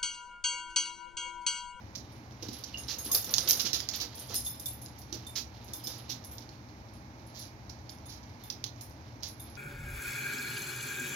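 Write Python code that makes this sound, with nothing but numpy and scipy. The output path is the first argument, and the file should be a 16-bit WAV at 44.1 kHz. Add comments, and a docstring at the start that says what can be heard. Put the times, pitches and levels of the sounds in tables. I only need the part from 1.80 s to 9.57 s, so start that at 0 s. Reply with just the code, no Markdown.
"""Two dogs romp with a toy on a wooden floor and a rug in a small living room.
Their claws tap and skid, their metal collar tags knock together and ring, and their paws thud.
Something rubbery squeaks. Rustling and light steps get louder when the dogs are livelier.
An appliance hums underneath, and the right microphone opening rings near 5 kHz."""
import sys
import numpy as np
from scipy import signal
from scipy.fft import rfft, irfft, next_fast_len
from scipy.io import wavfile

SR = 44100
rng = np.random.default_rng(int(sys.argv[2]) if len(sys.argv) > 2 else 0)


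def digitize_waveform(pressure):
    """Quantize a signal to 16-bit integers and store it at the path in sys.argv[1].

    Rows of a 2-D input are taken as channels; values are limited to [-1, 1].
    """
    field = np.atleast_2d(pressure).T
    bounded = np.clip(field, -1, 1)
    quanta = np.round(bounded * 32767).astype(np.int16)
    wavfile.write(sys.argv[1], SR, quanta)


N = 342657

# Claws hitting the boards: start_s, tap_db, skid_db
CLAW_HITS = [(0.151, -44, -34.5), (0.625, -53, -37), (0.69, -42, -49), (0.7283, -52, -41),
             (0.838, -35.5, -36.5), (1.3486, -20.5, -27.5), (1.462, -41, -41), (1.493, -36, -42),
             (1.5387, -15, -21.5), (1.582, -15, -28.5), (1.697, -22, -30), (1.7085, -15, -42),
             (1.7956, -28, -21), (1.8515, -37, -36), (1.9309, -27, -24), (2.0027, -25, -43),
             (2.0875, -24, -29.5), (2.38, -45, -51), (2.5434, -32, -44), (3.06, -39.5, -76),
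             (3.3266, -29, -42), (4.071, -27.5, -45), (4.298, -38, -42), (4.582, -37, -51),
             (4.691, -45.5, -56), (5.894, -51.5, -41.5), (6.0921, -47, -41.5), (6.7007, -27.5, -34),
             (6.8402, -25, -59), (7.0102, -44.5, -50), (7.432, -29, -38)]
# The tone of claws on wood: pitch_hz, gain_db
CLAW_TONE = [(200, -9), (700, -6), (1500, -2), (2500, -1.5), (4500, 0), (6200, -0.5), (10000, -1.5),
             (13000, -1.5), (16000, -1.5)]
def claws(tap_gain_db=11, skid_gain_db=15, tap_s=0.00096, skid_s=0.0059, ring_hz=5500):
    """The claws of a paw land almost together, then skid in tiny slips, ringing a little."""
    out, t = np.zeros((2, N)), np.arange(SR // 8) / SR
    for start_s, tap_db, skid_db in CLAW_HITS + light_steps():
        pitch_hz = ring_hz * np.exp(0.04 * rng.normal())   # no two claws ring alike
        tap = grains(12000, 3.3, len(t)) * t * np.exp(-(t / tap_s) ** 2 / 2)
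        skid = grains(3500, 27, len(t)) * (t / skid_s) ** 0.45 * np.exp(-t / skid_s)
        tap, skid = [unit_energy(x + resonance(x, pitch_hz, width_hz=1700)) for x in (tap, skid)]
        add(out, start_s, from_db(tap_db + tap_gain_db) * tap + from_db(skid_db + skid_gain_db) * skid)
    return shape_tone(out, CLAW_TONE)


def light_steps(per_s=5, running_db=-40, uneven_db=6):
    """Extra claw hits at random moments: faint, but stronger when the dogs are lively."""
    steps = []
    for step, luck in enumerate(rng.random((60, 3))):
        start_s = (step + luck[0]) / per_s
        tap_db, skid_db = running_db + liveliness_db(start_s) + uneven_db * (2 * luck[1:] - 1)
        if start_s < N / SR:
            steps.append((start_s, tap_db, skid_db))
    return steps


# Paws sliding on the boards: start_s, level_db, length_s
PAW_SLIDES = [(1.081, -30, 0.079), (1.674, -25, 0.028), (1.795, -30.5, 0.04), (1.849, -25, 0.041),
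              (1.936, -25.5, 0.042), (2.133, -31, 0.047), (2.2, -28, 0.044), (2.482, -40, 0.18),
              (3.338, -36.5, .025), (3.554, -27, 0.055), (4.068, -42.5, 0.13), (4.294, -31.5, 0.051),
              (5.539, -43, 0.16), (6.283, -44.5, 0.098), (7.424, -38, 0.08)]
def slides(gain_db=-10, slips_per_s=3500):
    """Claws catch on the wood as a paw slides; the scrape swells quickly and fades."""
    out, t = np.zeros((2, N)), np.arange(SR // 4) / SR
    for start_s, level_db, length_s in PAW_SLIDES:
        pressure = np.sin(np.pi * np.minimum(t / length_s, 1) ** 0.52)
        slips = unit_power(grains(slips_per_s, 4.7, len(t)))
        add(out, start_s, from_db(level_db + gain_db) * pressure * slips)
    return shape_tone(out, CLAW_TONE)


# Collar tags knocking together: start_s, clash_db, ring_db, small_tag_share (0 to 1)
TAG_KNOCKS = [(0.3207, -51, -62, 0.2), (0.7276, -37, -51, .1), (0.783, -37, -51, 1),
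              (0.9784, -40, -39.5, 0.91), (1.1836, -38, -38, 0.7), (1.2451, -33, -37, .05),
              (1.3148, -18, -28, 0.6), (1.3472, -8, -29, 0.03), (1.4126, -45, -54, .15),
              (1.507, -33, -38, 0), (1.5742, -27, -32.5, 0.47), (1.684, -19, -24, 0.88),
              (1.7064, -12.5, -33, 0.24), (1.93, -25, -39.5, .6), (2.158, -26, -46, .9),
              (2.3515, -33, -48.5, 0), (2.392, -27, -41, 0.27), (2.5425, -18, -39, 0.7),
              (2.5516, -24, -24, 0.67), (2.6617, -30, -34.5, 0.17), (2.7969, -27, -42, .05),
              (2.858, -25, -36, 0), (3.016, -38, -47.5, 0.2), (3.1868, -38, -54, 0.2),
              (3.4657, -36, -42.5, 0.1), (3.8426, -40, -56, 0.6), (3.934, -20.5, -41.5, .15),
              (4.038, -43, -39.5, 0.96), (4.073, -24, -42.5, .2), (4.4459, -33.5, -49, 0.3),
              (4.5125, -38, -47, 0.4), (5.1357, -50, -59.5, .15), (5.464, -57, -56, 0.1),
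              (5.5911, -38, -45, .1), (6.1, -52, -52.5, .2), (6.2565, -46, -49, 0.4),
              (6.6358, -37, -49, .05), (7.009, -28.5, -48.5, 0.3), (7.4794, -41, -50, 0.7),
              (7.596, -55, -42, 0.5)]
# The notes of each tag: pitch_hz, level_db, fade_s (time to fall by 60 dB)
LARGE_TAG_NOTES = [(3569, -17, 0.11), (7560, -2.5, .09), (9380, 0.5, 0.13), (9500, -5, .12),
                   (11130, 2, 0.2), (11040, 1.5, 0.16), (14000, 0, 0.1)]
SMALL_TAG_NOTES = [(5146, -20.5, 0.38), (6540, -15.5, 0.099), (9500, 2, 0.12), (13050, -3.5, 0.057),
                   (13250, -2, 0.12), (13850, -7.5, 0.099)]
def tags(ring_gain_db=-4, clash_gain_db=11, chatter_s=0.0026, bounce_s=0.016, detune=.0025, blur=.003):
    """Two tags chatter and bounce; as they touch, they push each other's notes slightly out of tune."""
    out, t = np.zeros((2, N)), np.arange(SR // 4) / SR
    for start_s, clash_db, ring_db, small_share in TAG_KNOCKS + tag_swings():
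        bounces = from_db(-7) * grains(200, 2.6, len(t)) * np.exp(-t / bounce_s)
        touches = grains(3000, 7.6, len(t)) * np.sqrt(t / chatter_s) * np.exp(-t / chatter_s)
        chatter = unit_energy(touches + bounces)
        clash = resonance(np.diff(chatter, prepend=0), pitch_hz=12200, width_hz=4500)
        sound = from_db(clash_db + clash_gain_db) * unit_energy(clash)
        for notes, share in ((LARGE_TAG_NOTES, 1 - small_share), (SMALL_TAG_NOTES, small_share)):
            for pitch_hz, level_db, fade_s in notes:
                # every touch feeds energy into the note, which then dies away
                energy_kept = from_db(-60 / (fade_s * SR)) ** 2
                swell = np.sqrt(signal.lfilter([1], [1, -energy_kept], chatter ** 2))
                wobble = np.cumsum(rng.standard_normal(len(t))) * np.sqrt(2 * np.pi * blur * pitch_hz / SR)
                ring = swell * np.sin(2 * np.pi * pitch_hz * (1 + detune * rng.normal()) * t + wobble)
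                gain = from_db(ring_gain_db + ring_db + level_db + rng.normal(0, 5))
                sound += gain * np.sqrt(share) * ring
        add(out, start_s, sound)
    return out


def tag_swings(delay_s=.085, running_loss_db=11, follows=0.3):
    """After each knock the tags swing back for a lighter one, faintest when the dogs are calm."""
    knocks = []
    for start_s, clash_db, ring_db, small_share in TAG_KNOCKS:
        loss_db = running_loss_db - follows * liveliness_db(start_s)
        return_s = start_s + delay_s * rng.uniform(0.56, 1.3)
        knocks.append((return_s, clash_db - loss_db, ring_db - loss_db, small_share))
    return knocks


# A tag ringing on its own: start_s, level_db, pitch_hz, fade_s (time to fall by 60 dB)
TAG_PINGS = [(2.545, -53, 5146, 0.69), (2.664, -47, 3569, 0.19), (2.86, -54.5, 3569, 0.23),
             (3.937, -50, 3569, 0.059), (4.073, -56, 3569, .13), (6.637, -58, 3569, .08)]
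def tag_pings():
    """Hanging clear of its neighbour, a tag rings cleanly on its lowest note."""
    out, t = np.zeros((2, N)), np.arange(SR // 3) / SR
    for start_s, level_db, pitch_hz, fade_s in TAG_PINGS:
        fade = from_db(level_db - 60 * t / fade_s)
        add(out, start_s, fade * np.sin(2 * np.pi * pitch_hz * t), lag_spread_s=0)
    return out


# Paws and bodies landing: start_s, thud_db, scuff_db, board_pitch_hz
LANDINGS = [(0.17, -40, -65, 255), (0.625, -34, -51.5, 317), (0.684, -31.5, -62, 245),
            (1.262, -35.5, -48.5, 256), (1.325, -43, -38.5, 304), (1.47, -38.5, -43, 200),
            (1.58, -43, -55, 323), (1.66, -37, -48, 458), (1.841, -33.5, -51, 250), (1.936, -36, -63, 262),
            (2.202, -46, -49, 320), (2.495, -35.5, -41.5, 504), (3.322, -32, -55, 284),
            (3.549, -52, -49, 300), (3.88, -40, -50, 250), (4.064, -39.5, -54, 275),
            (4.289, -38.5, -67, 238)]
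# The tone of a landing: pitch_hz, gain_db
THUD_TONE = [(60, -17), (130, -12), (240, -7), (340, -9.5), (520, -13), (900, -41), (2500, -19)]
def thuds(gain_db=29, settle_s=.02):
    """Soft paws push on the boards, which answer with a short, dull knock."""
    out, t = np.zeros((2, N)), np.arange(SR // 4) / SR
    for start_s, thud_db, _, board_pitch_hz in LANDINGS:
        push = unit_energy(grains(3000, 18, len(t)) * np.exp(-t / settle_s))
        board = unit_energy(resonance(push, board_pitch_hz, width_hz=160))
        add(out, start_s, from_db(thud_db + gain_db) * (push + board))
    return shape_tone(out, THUD_TONE)


# Rubbery squeaks: start_s, pitch_hz, level_db, length_s
RUBBER_SQUEAKS = [(0.9417, 2837, -35.5, 0.0072), (0.949, 2827, -40.5, 0.016), (1.296, 1094, -41.5, 0.033)]
def squeaks():
    """Something rubbery sticks and slips with a short whistle."""
    out, t = np.zeros((2, N)), np.arange(SR // 10) / SR
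    for start_s, pitch_hz, level_db, length_s in RUBBER_SQUEAKS:
        pressure = np.sin(np.pi * np.minimum(t / length_s, 1))
        whistle = np.sin(2 * np.pi * pitch_hz * t)
        add(out, start_s, from_db(level_db) * pressure * whistle, lag_spread_s=0)
    return out


# The low tone of dragging paws: pitch_hz, gain_db
SCRAMBLE_TONE = [(70, -4.5), (120, 0.5), (250, -2.5), (500, 4.5), (1200, -1.5), (2200, -9.5), (4000, -23.5),
                 (9000, -29)]
def scramble(running_db=-54, follows=0.7, scuff_gain_db=-5.5, scuff_s=0.062):
    """Running paws drag over rug and boards, with a louder scuff at each landing."""
    t = np.arange(N) / SR
    level = from_db(running_db + follows * liveliness_db(t))
    for start_s, _, scuff_db, _ in LANDINGS:
        swell = np.interp(t - start_s, [0, scuff_s / 2, scuff_s], [0, 1, 0])
        level += from_db(scuff_db + scuff_gain_db) * swell
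    return level * rubbing(SCRAMBLE_TONE, slips_per_s=1500, patchy_db=1.5)


# The bright tone of brushing fur and paws: pitch_hz, gain_db
RUSTLE_TONE = [(300, -6.5), (1500, -7), (3000, -3), (6000, -13), (10000, -10.5), (16000, -17.5)]
def rustle(running_db=-58, follows=0.82):
    """Paws and fur brush the floor as the dogs move."""
    level = from_db(running_db + follows * liveliness_db(np.arange(N) / SR))
    return level * rubbing(RUSTLE_TONE, slips_per_s=1600, patchy_db=4)


def rubbing(tone, slips_per_s, patchy_db):
    """Rubbing is a crowd of tiny slips that come in uneven clumps."""
    slips = grains(slips_per_s, 5.7, N)
    clumps = from_db(patchy_db * np.clip(drift(45), -2, 1.5))
    return unit_power(shape_tone(slips * clumps, tone))


# How hard the dogs are moving: time_s, level_db
LIVELINESS = [(0.0, -67), (0.6, -61), (0.84, -50.5), (1.4, -46), (1.56, -41), (1.82, -40.5), (2.08, -46),
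              (2.29, -51), (2.77, -57), (2.94, -59), (3.92, -61), (4.09, -52.5), (4.39, -54), (4.7, -63),
              (5.28, -68.5), (6.92, -60), (7.12, -66), (7.77, -59)]
def liveliness_db(time_s, full_run_db=-44):
    """How lively the dogs are: zero at a full run, below zero when calmer."""
    return np.interp(time_s, *np.transpose(LIVELINESS)) - full_run_db


# The notes of the motor: pitch_hz, level_db
HUM_NOTES = [(118.4, -56.8), (236.9, -67.5), (414.5, -75.5), (543.7, -70.5), (624.5, -69.5), (823.6, -66.5),
             (2175, -76.5), (2293, -76)]
# The tone of the rumble: pitch_hz, gain_db
RUMBLE_TONE = [(15, -58), (25, -43.5), (54, -6), (113, -1.5), (129, -3.5), (151, -13.5), (243, -9.5),
               (272, -13), (305, -10), (384, -20), (414, -18), (439, -21.5), (906, -14.5), (1210, -23),
               (2400, -30), (3120, -47), (5280, -120)]
# How alike the rumble is on the left and right: pitch_hz, likeness (0 to 1)
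RUMBLE_LIKENESS = [(30, 0.8), (70, 1), (150, 0.95), (300, 0.92), (600, 0.7), (1200, 0.43), (4000, 0.17)]
def appliance(hum_gain_db=-1, waver_db=2, rumble_db=-48, boom_hz=68, hiss_db=-70, right_lag_s=0.00034):
    """Off to the left, a motor hums and its rumble makes the room boom, over a faint hiss."""
    t, hum = np.arange(N) / SR, np.zeros(N)
    for pitch_hz, level_db in HUM_NOTES:
        level = from_db(level_db + hum_gain_db + waver_db * drift(3.8))
        hum += level * np.sqrt(2) * np.sin(2 * np.pi * pitch_hz * t + .5 * drift(4))
    alike = at_pitch(RUMBLE_LIKENESS, np.fft.rfftfreq(N, 1 / SR))
    middle, side = rfft(rng.standard_normal((2, N)))
    noise = irfft(np.sqrt(1 + alike) * middle + np.sqrt(1 - alike) * side * [[1], [-1]], N)
    rumble = from_db(rumble_db) * unit_power(shape_tone(noise, RUMBLE_TONE))
    boom = from_db(-2) * resonance(rumble, boom_hz, width_hz=9)
    hiss = from_db(hiss_db) * rng.standard_normal((2, N))
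    left, right = hum + rumble + boom + hiss
    return np.array([left, np.interp(t - right_lag_s, t, right)])


def room(sound, echo_db, fade_s=0.18, ceiling_s=0.0178):
    """The sound arrives, then a few echoes, then a thick wash once the ceiling has answered."""
    t = np.arange(SR // 2) / SR
    early = np.array([grains(2500, 12, len(t)) for _ in range(2)])
    early = from_db(-4) * unit_power(early) * (t > .002)
    late_share = np.clip((t - ceiling_s) / 0.0039, 0, 1)
    echoes = (1 - late_share) * early + late_share * rng.standard_normal((2, len(t)))
    echoes *= from_db(-60 * t / fade_s)
    # the microphones are close together, so they hear the same bass
    bass_cut = signal.butter(1, 450, "high", fs=SR, output="sos")
    side = signal.sosfilt(bass_cut, (echoes[0] - echoes[1]) / 2)
    echoes = echoes.mean(axis=0) + side * [[1], [-1]]
    response = from_db(echo_db) * unit_energy(echoes) + (t == 0)
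    return signal.fftconvolve(sound, response, axes=1)[:, :N]


def from_db(db):
    """Turn decibels into a number to multiply by."""
    return 10 ** (np.asarray(db) / 20)


def unit_power(x):
    """Scale so that the squares average one."""
    return x / np.sqrt(np.mean(x ** 2) + 1e-20)


def unit_energy(x):
    """Scale so that the squares add up to one."""
    return x / np.sqrt(np.sum(x ** 2, axis=-1, keepdims=True) + 1e-20)


def at_pitch(table, pitch_hz):
    """Read between a table's rows, giving every octave equal room."""
    known_hz, values = np.transpose(table)
    return np.interp(np.log(np.maximum(pitch_hz, 1)), np.log(known_hz), values)


def shape_tone(sound, tone):
    """Turn each pitch up or down as the tone table says."""
    size = 2 * next_fast_len(N // 2 + SR // 2)
    gains = from_db(at_pitch(tone, np.fft.rfftfreq(size, 1 / SR)))
    log_response = irfft(np.log(gains))
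    # fold the filter forward in time so that nothing sounds early
    log_response[1:size // 2] *= 2
    log_response[size // 2 + 1:] = 0
    return irfft(rfft(sound, size) * np.exp(rfft(log_response)))[..., :N]


def drift(turns_per_s):
    """A slow random wander, about one unit in size."""
    points = rng.standard_normal(N // 100)
    return unit_power(np.interp(np.arange(N) / SR * turns_per_s, np.arange(len(points)), points))


def resonance(sound, pitch_hz, width_hz):
    """Keep a band around one pitch; the narrower it is, the longer it rings."""
    r = np.exp(-np.pi * width_hz / SR)
    feedback = [1, -2 * r * np.cos(2 * np.pi * pitch_hz / SR), r * r]
    return signal.lfilter(np.array([1, 0, -1]) * (1 - r * r) / 2, feedback, sound)


def grains(per_s, spread_db, size):
    """Tiny clicks of uneven strength at random moments."""
    clicks = (rng.random(size) < per_s / SR) * rng.choice([-1, 1], size)
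    return clicks * from_db(spread_db * rng.uniform(-2.14, 1, size))


def add(track, start_s, sound, lag_spread_s=.00008):
    """Mix a sound into both sides; a tiny random lag on each gives it a direction."""
    for channel, lag_s in zip(track, rng.normal(0, lag_spread_s, 2)):
        start = max(round((start_s + lag_s) * SR), 0)
        channel[start:start + len(sound)] += sound[:max(N - start, 0)]


def scene():
    """The dogs in the room, over the appliance."""
    hard = room(claws() + slides(), echo_db=-2.5) + room(tags(), echo_db=-2)
    tones = room(tag_pings() + squeaks(), echo_db=-4)
    soft = room(rustle() + scramble() + thuds(), echo_db=-2)
    return hard + tones + soft + appliance()


# The tone of the two microphone openings: pitch_hz, left_db, right_db
MICROPHONE_TONE = [(70, 0, -3), (300, -1, 0), (1010, -5.5, -1.5), (2360, -2, 4), (3315, 2.5, 10.5),
                   (3920, 4.5, 15.5), (5700, -3, 18), (6120, -2.5, 16.5), (7054, -35, 8), (7660, -12, -10),
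                   (9200, -11, -14.5), (9370, -3, -7), (13100, -0.5, 2.5), (16100, -6, -11.5)]
def record(dry):
    """Each microphone opening has its own tone; the deep bass and the highest treble are cut."""
    tone = np.array(MICROPHONE_TONE)
    heard = [shape_tone(dry[0], tone[:, [0, 1]]), shape_tone(dry[1], tone[:, [0, 2]])]
    bass_cut = signal.butter(2, 42.5, "high", fs=SR, output="sos")
    treble_cut = signal.ellip(10, .2, 70, 15900, fs=SR, output="sos")
    return signal.sosfilt(treble_cut, signal.sosfilt(bass_cut, heard))


dry = scene()
out = record(dry)
digitize_waveform(out)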